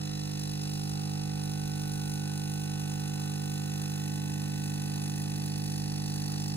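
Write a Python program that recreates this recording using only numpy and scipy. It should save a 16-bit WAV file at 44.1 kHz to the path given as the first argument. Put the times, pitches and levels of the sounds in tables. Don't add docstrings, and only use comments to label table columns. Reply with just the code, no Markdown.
import sys
import numpy as np
from scipy import signal
from scipy.fft import rfft, irfft, next_fast_len
from scipy.io import wavfile
from scipy.ndimage import map_coordinates

SR = 44100
rng = np.random.default_rng(int(sys.argv[2]) if len(sys.argv) > 2 else 0)


def to_wav(s):
    ch = np.atleast_2d(s).T
    pcm = np.round(np.clip(ch, -1, 1) * 32767)
    wavfile.write(sys.argv[1], SR, pcm.astype(np.int16))


N = 289296
TIME = np.arange(N) / SR
STROKE_HZ = 49.961

# frequency in Hz, width in Hz, relative level in dB.
HOUSING_MODES = [(1306, 150, -13), (1590, 120, -15), (2243, 63, -12), (2600, 180, -3), (2760, 130, -6.5),
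                 (2977, 76, -6), (3503, 155, -2.5), (3586, 61, -6), (4870, 84, -3), (5537, 120, -1),
                 (6054, 110, -2), (6340, 120, -3.5), (6694, 180, -4.5), (7670, 140, -8), (7980, 140, -10.5),
                 (8640, 940, -12)]
# frequency in Hz, relative density in dB.
VALVE_SPECTRUM = [(1500, -37), (4000, -5.5), (6500, -0.5), (8250, -6.5), (8700, -4.5), (10900, 0.5),
                  (12400, 2), (13200, -2.5), (14100, -5), (15000, -5), (15900, -9.5)]
# time in seconds, looseness from 0 to 1.
PART_LOOSENESS = [(0, 0.4), (.75, .7), (1.4, 0.15), (3.9, 0), (5.0, 0), (6.56, 1)]


def amp(db):
    return 10 ** (np.asarray(db) / 20)


def unit(x):
    return x / np.sqrt(np.mean(x ** 2) + 1e-20)


def curve(points):
    return np.interp(TIME, *np.transpose(points))


def ramp(start_s, length_s):
    return np.clip((TIME - start_s) / length_s, 0, 1)


def wobble(rate):
    return map_coordinates(rng.standard_normal(256), [TIME * rate], mode="wrap")


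def filtered(x, response):
    size = next_fast_len(N + SR // 4)
    return irfft(rfft(x, size) * response(np.fft.rfftfreq(size, 1 / SR)), size)[..., :N]


def coloured(x, spectrum):
    points_hz, db = np.transpose(spectrum)
    return unit(filtered(x, lambda hz: amp(np.interp(np.log(hz + 1), np.log(points_hz), db))))


def ringing(x, modes):
    def power(f):
        return sum(amp(db) ** 2 / (1 + (2 * (f - hz) / width) ** 2) ** 2 for hz, width, db in modes)
    return unit(filtered(x, lambda f: np.sqrt(power(f))))


def room_noise():
    # frequency in Hz, relative density in dB.
    spectrum = [(20, -11.5), (70, 5.5), (130, -0.5), (300, -0.5), (400, -11), (520, -11), (620, -21.5),
                (850, -12.5), (1050, -20), (1800, -16.5), (3000, -17), (8000, -20.5), (16000, -45)]
    noise = rng.standard_normal(N) + .13 * rng.standard_normal((2, N))
    return amp(-55) * coloured(noise, spectrum)


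def drone(pitch_hz=54.54, waver_rad=.88):
    # time in seconds, level of the tone in dB.
    levels = [(0, -55), (.6, -52.5), (2.1, -49), (2.25, -60), (2.8, -54.5), (3.1, -65), (5.3, -63),
              (5.7, -53), (6.56, -54)]
    # frequency in Hz, relative density in dB.
    rumble_spectrum = [(20, -18), (28, 3), (36, -10.5), (52, 7), (64, -1), (80, -0.5), (130, -29.5)]
    tone = np.sin(2 * np.pi * pitch_hz * TIME + waver_rad * wobble(4.94))
    rumble = coloured(rng.standard_normal(N), rumble_spectrum)
    return amp(curve(levels)) * tone + amp(-61.5) * rumble


def reverberation(x, t60_s=.21):
    t = TIME[:SR // 4]
    tail = rng.standard_normal((2, len(t))) * amp(-60 * t / t60_s)
    return signal.fftconvolve(x[None], tail / np.linalg.norm(tail[0]), axes=1)[:, :N]


def trickle(level_db=-64, flutter_db=2.5):
    # frequency in Hz, relative density in dB.
    spectrum = [(250, -24), (500, -4), (800, 0.5), (1000, -0.5), (1350, -0.5), (1700, -5.5), (2200, -22.5)]
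    return amp(level_db + flutter_db * wobble(14)) * coloured(rng.standard_normal((2, N)), spectrum)


def bubbles(count=1500, median_hz=2400, log_spread=.442, decay_periods=7):
    onset, size = rng.random((2, count, 1))
    hz = np.clip(median_hz * np.exp(log_spread * rng.standard_normal((count, 1))), 1000, 9000)
    samples = np.arange(1024)
    periods = hz * samples / SR
    chirps = np.sin(2 * np.pi * periods * (1 + .004 * periods))
    pings = size ** 2 * np.exp(-periods / decay_periods) * chirps
    index = (onset * N).astype(int) + samples
    return amp(-65) * unit(np.bincount(index.ravel(), pings.ravel(), N)[:N])


def stroke_gains(cycle, scatter_db):
    return amp(scatter_db * rng.standard_normal(512))[(cycle + .5).astype(int)]


def contact_pattern(cycle, scrape_db=-14, whitening=.35):
    # place in the stroke from 0 to 1, relative level in dB, decay of the scrape in cycles.
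    contacts = [(.63, -3.5, 0.038), (.72, -0.5, 0.035), (.84, -2.5, 0.2), (.1, -10, 0.083),
                (.38, -8.5, 0.13)]
    size = int(SR / STROKE_HZ)
    phase = np.arange(size) / size
    envelope = sum(amp(db) * np.exp(-((phase - place) % 1) / decay) for place, db, decay in contacts)
    force = amp(scrape_db) * rng.standard_normal(size) * envelope
    for place, db, _ in contacts:
        tick = place + .008 * rng.standard_normal()
        force[int(tick * size) % size] += amp(db) * rng.choice([-1, 1])
    lines = rfft(force)
    pattern = unit(irfft(lines / np.abs(lines) ** whitening, 8 * size))
    return np.interp(cycle % 1, np.arange(len(pattern)) / len(pattern), pattern)


def chatter(cycle, rocking, scrape, sway):
    swayed = cycle + sway * rocking * np.sin(2 * np.pi * (cycle / 3 + rng.random()))
    drift = np.clip(.47 * wobble(.52), -1, 1)
    ticks = np.cos(drift) * contact_pattern(swayed) + np.sin(drift) * contact_pattern(swayed)
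    friction = scrape * ticks * rng.standard_normal(N)
    return stroke_gains(cycle, scatter_db=.8) * (ticks + friction)


def struck(modes, blows, rocking, jitter, sway):
    stroke = np.arange(int(STROKE_HZ * N / SR))
    shift = sway * rocking[(stroke * SR / STROKE_HZ).astype(int)] * np.sin(2 * np.pi * stroke / 3)
    force = np.zeros(N)
    for place, blow_db in blows:
        late, strength = rng.standard_normal((2, len(stroke)))
        index = ((stroke + place + shift + jitter * late) * SR / STROKE_HZ).astype(int)
        force += np.bincount(index, amp(blow_db + .5 * strength), N)[:N]

    def response(f):
        return sum(amp(db) * (1j * f * width / (hz * hz - f * f + 1j * f * width)) ** 2
                   for hz, width, db in modes)
    return unit(filtered(force, response))


def panel_whine(cycle, rocking, harmonic=30, rest_db=-67, swell_db=13.7, fade_db_per_s=.8):
    # frequency in Hz, width in Hz, relative level in dB.
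    modes = [(1500, 100, 0)]
    start_s, rise_s = .85, .8
    since_peak_s = np.maximum(TIME - start_s - rise_s, 0)
    held = ramp(start_s, rise_s) * (1 - ramp(start_s=4.65, length_s=2))
    level_db = rest_db + held * (swell_db - fade_db_per_s * since_peak_s)
    tone = np.sin(2 * np.pi * harmonic * cycle)
    buzz = amp(-13) * ringing(chatter(cycle, rocking, scrape=.3, sway=.004), modes)
    return amp(level_db + .48 * wobble(5.9)) * (tone + buzz)


def housing_rattle(cycle, rocking):
    force = chatter(cycle, rocking, scrape=.2, sway=.003)
    return amp(-50.5 + 1.3 * curve(PART_LOOSENESS)) * ringing(force, HOUSING_MODES)


def cover_buzz(cycle, rocking):
    # frequency in Hz, width in Hz, relative level in dB.
    modes = [(1746, 100, 0), (1913, 78, 0.5), (2040, 62, -2)]
    # time in seconds, level in dB.
    levels = [(0, -58.5), (.7, -63.5), (2.3, -63), (4.4, -59.5), (6.56, -60)]
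    return amp(curve(levels)) * ringing(chatter(cycle, rocking, scrape=.2, sway=.0058), modes)


def bracket_ring(load, rocking):
    # frequency in Hz, width in Hz, relative level in dB.
    modes = [(3965, 258, 0), (3975, 90, 0), (3493, 170, -5.5)]
    # place in the stroke from 0 to 1, relative level in dB.
    blows = [(.193, -11), (.595, -5), (.657, 0)]
    ring = struck(modes, blows, rocking, jitter=.0004, sway=.003)
    scrape = amp(-7.5) * ringing(rng.standard_normal(N), modes[:1])
    return amp(-53 - 2.7 * load - 1.2 * rocking) * (ring + scrape)


def pipe_ring(rocking):
    # frequency in Hz, width in Hz, relative level in dB.
    modes = [(4488, 147, 0)]
    # place in the stroke from 0 to 1, relative level in dB.
    blows = [(.476, -9), (.61, 0)]
    # time in seconds, level of the ring in dB.
    levels = [(0, -60), (.65, -54), (1.4, -58.5), (4.35, -60.5), (5, -54), (5.3, -57), (5.55, -52),
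              (6.56, -51)]
    ring = struck(modes, blows, rocking, jitter=.0012, sway=.002)
    scrape = amp(-7) * ringing(rng.standard_normal(N), modes)
    return amp(curve(levels)) * (ring + scrape)


def tray_rattle(cycle, rocking):
    # frequency in Hz, width in Hz, relative level in dB.
    modes = [(5360, 89, -6.5), (5230, 150, -1)]
    force = chatter(cycle, rocking, scrape=.45, sway=.0012)
    return amp(-56 + 6.7 * curve(PART_LOOSENESS)) * ringing(force, modes)


def pump_body_ring(load, rocking):
    # frequency in Hz, width in Hz, relative level in dB.
    modes = [(2600, 300, 0), (2950, 130, -8)]
    # place in the stroke from 0 to 1, relative level in dB.
    blows = [(.38, -5), (.7, 0)]
    ring = struck(modes, blows, rocking, jitter=.0004, sway=.003)
    return amp(-58.5 - 3 * (1 - load) - 1.3 * rocking) * ring


def valve_snaps(decay_s=.0024):
    # start in seconds, level in dB.
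    closings = [(.636, -43), (.894, -39), (3.058, -44), (3.817, -40), (3.858, -39), (3.959, -46),
                (4.079, -39), (4.539, -44), (5.097, -40)]
    envelope = sum(amp(db) * (TIME >= s) * np.exp(-np.abs(TIME - s) / decay_s) for s, db in closings)
    crack, spit = rng.standard_normal((2, N))
    return envelope * (ringing(crack, HOUSING_MODES) + coloured(spit, VALVE_SPECTRUM))


def valve_spurts(cycle, start_cycles=.67, rise_cycles=.097, decay_cycles=.29):
    # time in seconds, level in dB.
    levels = [(0, -51.5), (.35, -48), (.45, -47.5), (.9, -47), (1, -49), (1.4, -48), (1.7, -47), (3.2, -47),
              (3.9, -47), (4.5, -47.5), (4.9, -46.5), (6.56, -46.8)]
    # centre in seconds, Gaussian spread in seconds,
    # frequency in Hz, width in Hz, level at the centre in dB.
    sizzles = [(2.2, 0.89, 9200, 900, -58.5), (4.094, 0.61, 12800, 900, -52), (5.21, 0.64, 10330, 452, -55)]
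    age = (cycle - start_cycles) % 1
    swell = (1 - np.exp(-(age / rise_cycles) ** 2)) * np.exp(-age / decay_cycles)
    flow = amp(-19.5) + swell * stroke_gains(cycle, scatter_db=1.7) * amp(.75 * wobble(7.7))
    hiss = amp(curve(levels)) * coloured(flow * rng.standard_normal(N), VALVE_SPECTRUM)
    for centre_s, spread_s, hz, width, db in sizzles:
        fade = np.exp(-.5 * ((TIME - centre_s) / spread_s) ** 2)
        hiss += amp(db) * fade * ringing(flow * rng.standard_normal(N), [(hz, width, 0)])
    return hiss


def mount_knocks(cycle, rocking):
    # frequency in Hz, relative gain in dB.
    spectrum = [(60, -24), (85, 1), (115, 9), (140, -16), (170, 2), (220, 6.5), (280, 8.5), (340, -10),
                (420, -9), (520, -7), (600, -12), (700, -3.5), (900, -13), (1000, -15)]
    orders = [k / 3 for k in range(4, 60) if k % 3]
    phases = 1.1 * rng.standard_normal(len(orders))
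    knock_cycle = cycle - 1 + .004 * wobble(6)
    knocks = sum(np.cos(2 * np.pi * k * knock_cycle - .3 * k * k + phase)
                 for k, phase in zip(orders, phases))
    return amp(-50.3 + .41 * wobble(7.8)) * rocking * coloured(knocks, spectrum)


def casing_hum(cycle, load, rocking, kick_cycles=.165, rebound_cycles=.8):
    # harmonic number, left level in dB, right level in dB, lead of the left in radians,
    # change without load in dB, change while rocking in dB.
    harmonics = [(2, -42.0, -41.0, -0.2, -2.0, 0.5), (3, -35.5, -30.0, -0.1, -1.5, 0.0),
                 (4, -38.0, -39.0, -0.4, -2.0, 0.5), (5, -47.5, -47.0, -2.1, -1.0, 2.0),
                 (6, -44.5, -44.0, -1.4, 0.5, 1.0), (7, -61.5, -58.0, -1.3, -0.5, -4.0),
                 (8, -53.0, -51.0, -1.4, -1.5, -0.5), (9, -61.5, -56.0, -2.5, -1.5, 0.5),
                 (10, -55.0, -48.5, -2.5, 1.0, -1.5), (11, -67.5, -67.5, -4.5, 3.0, 3.0),
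                 (12, -63.5, -64.0, -3.1, -5.5, -4.0), (13, -61.0, -60.0, -2.8, 1.5, 0.5),
                 (14, -67.0, -60.0, -3.4, 3.5, -4.5), (15, -54.0, -47.0, -4.2, -2.5, -1.0),
                 (16, -57.0, -54.0, -7.4, -6.5, -1.5), (17, -57.5, -55.0, -5.7, -7.5, 2.0),
                 (18, -75.5, -65.5, -6.4, 3.5, -0.5), (19, -74.5, -70.5, -4.1, 7.5, 5.5),
                 (20, -61.5, -62.0, -3.8, -1.5, -0.5), (21, -70.5, -69.0, -3.1, 6.0, -4.5),
                 (22, -65.0, -61.0, -3.8, -1.0, 0.0), (23, -73.0, -74.5, -4.1, 0.5, 0.5),
                 (24, -66.0, -66.5, -4.4, -2.0, 0.0), (25, -70.5, -72.0, -2.4, 0.0, 0.5),
                 (26, -67.5, -60.0, -3.8, -1.0, -10.5), (27, -66.5, -63.5, -4.3, 1.5, -8.0),
                 (28, -69.5, -70.0, -4.0, -1.0, 0.0), (29, -65.5, -65.5, -6.2, -3.0, -10.5)]
    sound = np.zeros((2, N))
    for k, left_db, right_db, lead, unloaded_db, rocking_db in harmonics:
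        if k < 11:
            lag = 2 * np.pi * k * kick_cycles + .29 * k * k
        else:
            distance = abs(k - 15)
            lag = 2 * np.pi * k * rebound_cycles + .09 * distance * min(distance, 4)
        waver_db = .004 * k * k * wobble(2.2)
        gain = amp(unloaded_db * (1 - load) + rocking_db * rocking + waver_db)
        phase = 2 * np.pi * k * cycle - lag + np.array([[.5], [-.5]]) * lead
        sound += amp([[left_db], [right_db]]) * gain * np.cos(phase)
    return sound


def stereo_phase(x):
    # frequency in Hz, lead of the left in radians.
    leads = [(0, 0.5), (170, 0.5), (280, 1), (400, -1), (520, -3.5), (750, -1), (850, -6), (1150, -3.5),
             (1500, -5.9), (2070, -4.5), (2550, -4), (3100, -3.5), (4000, -5), (4500, -4.5), (4900, -3.5),
             (5400, -3), (6600, -1.4), (7300, -0.9), (8400, -1.5), (9400, 0.44), (10200, 1.68), (11300, 2),
             (12200, 3.5), (13400, 3), (14700, 4), (15800, 16.5)]
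    sides = np.array([[.5], [-.5]])
    return filtered(x, lambda hz: np.exp(1j * sides * np.interp(hz, *np.transpose(leads))))


def scene():
    cycle = STROKE_HZ * TIME + .002 * wobble(1.2)
    load = ramp(start_s=.25, length_s=.73)
    rocking = ramp(start_s=3.99, length_s=.074)
    rattles = (housing_rattle(cycle, rocking) + cover_buzz(cycle, rocking) + bracket_ring(load, rocking)
               + pipe_ring(rocking) + tray_rattle(cycle, rocking) + pump_body_ring(load, rocking))
    bright = rattles + valve_spurts(cycle) + valve_snaps() + bubbles()
    direct = stereo_phase(mount_knocks(cycle, rocking) + panel_whine(cycle, rocking) + bright)
    air = room_noise()
    hum = casing_hum(cycle, load, rocking)
    return hum + direct + amp(-13.5) * reverberation(bright) + trickle() + drone() + air


def record(dry, cutoff_hz=15800):
    return filtered(dry, lambda hz: hz < cutoff_hz)


dry = scene()
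out = record(dry)
to_wav(out)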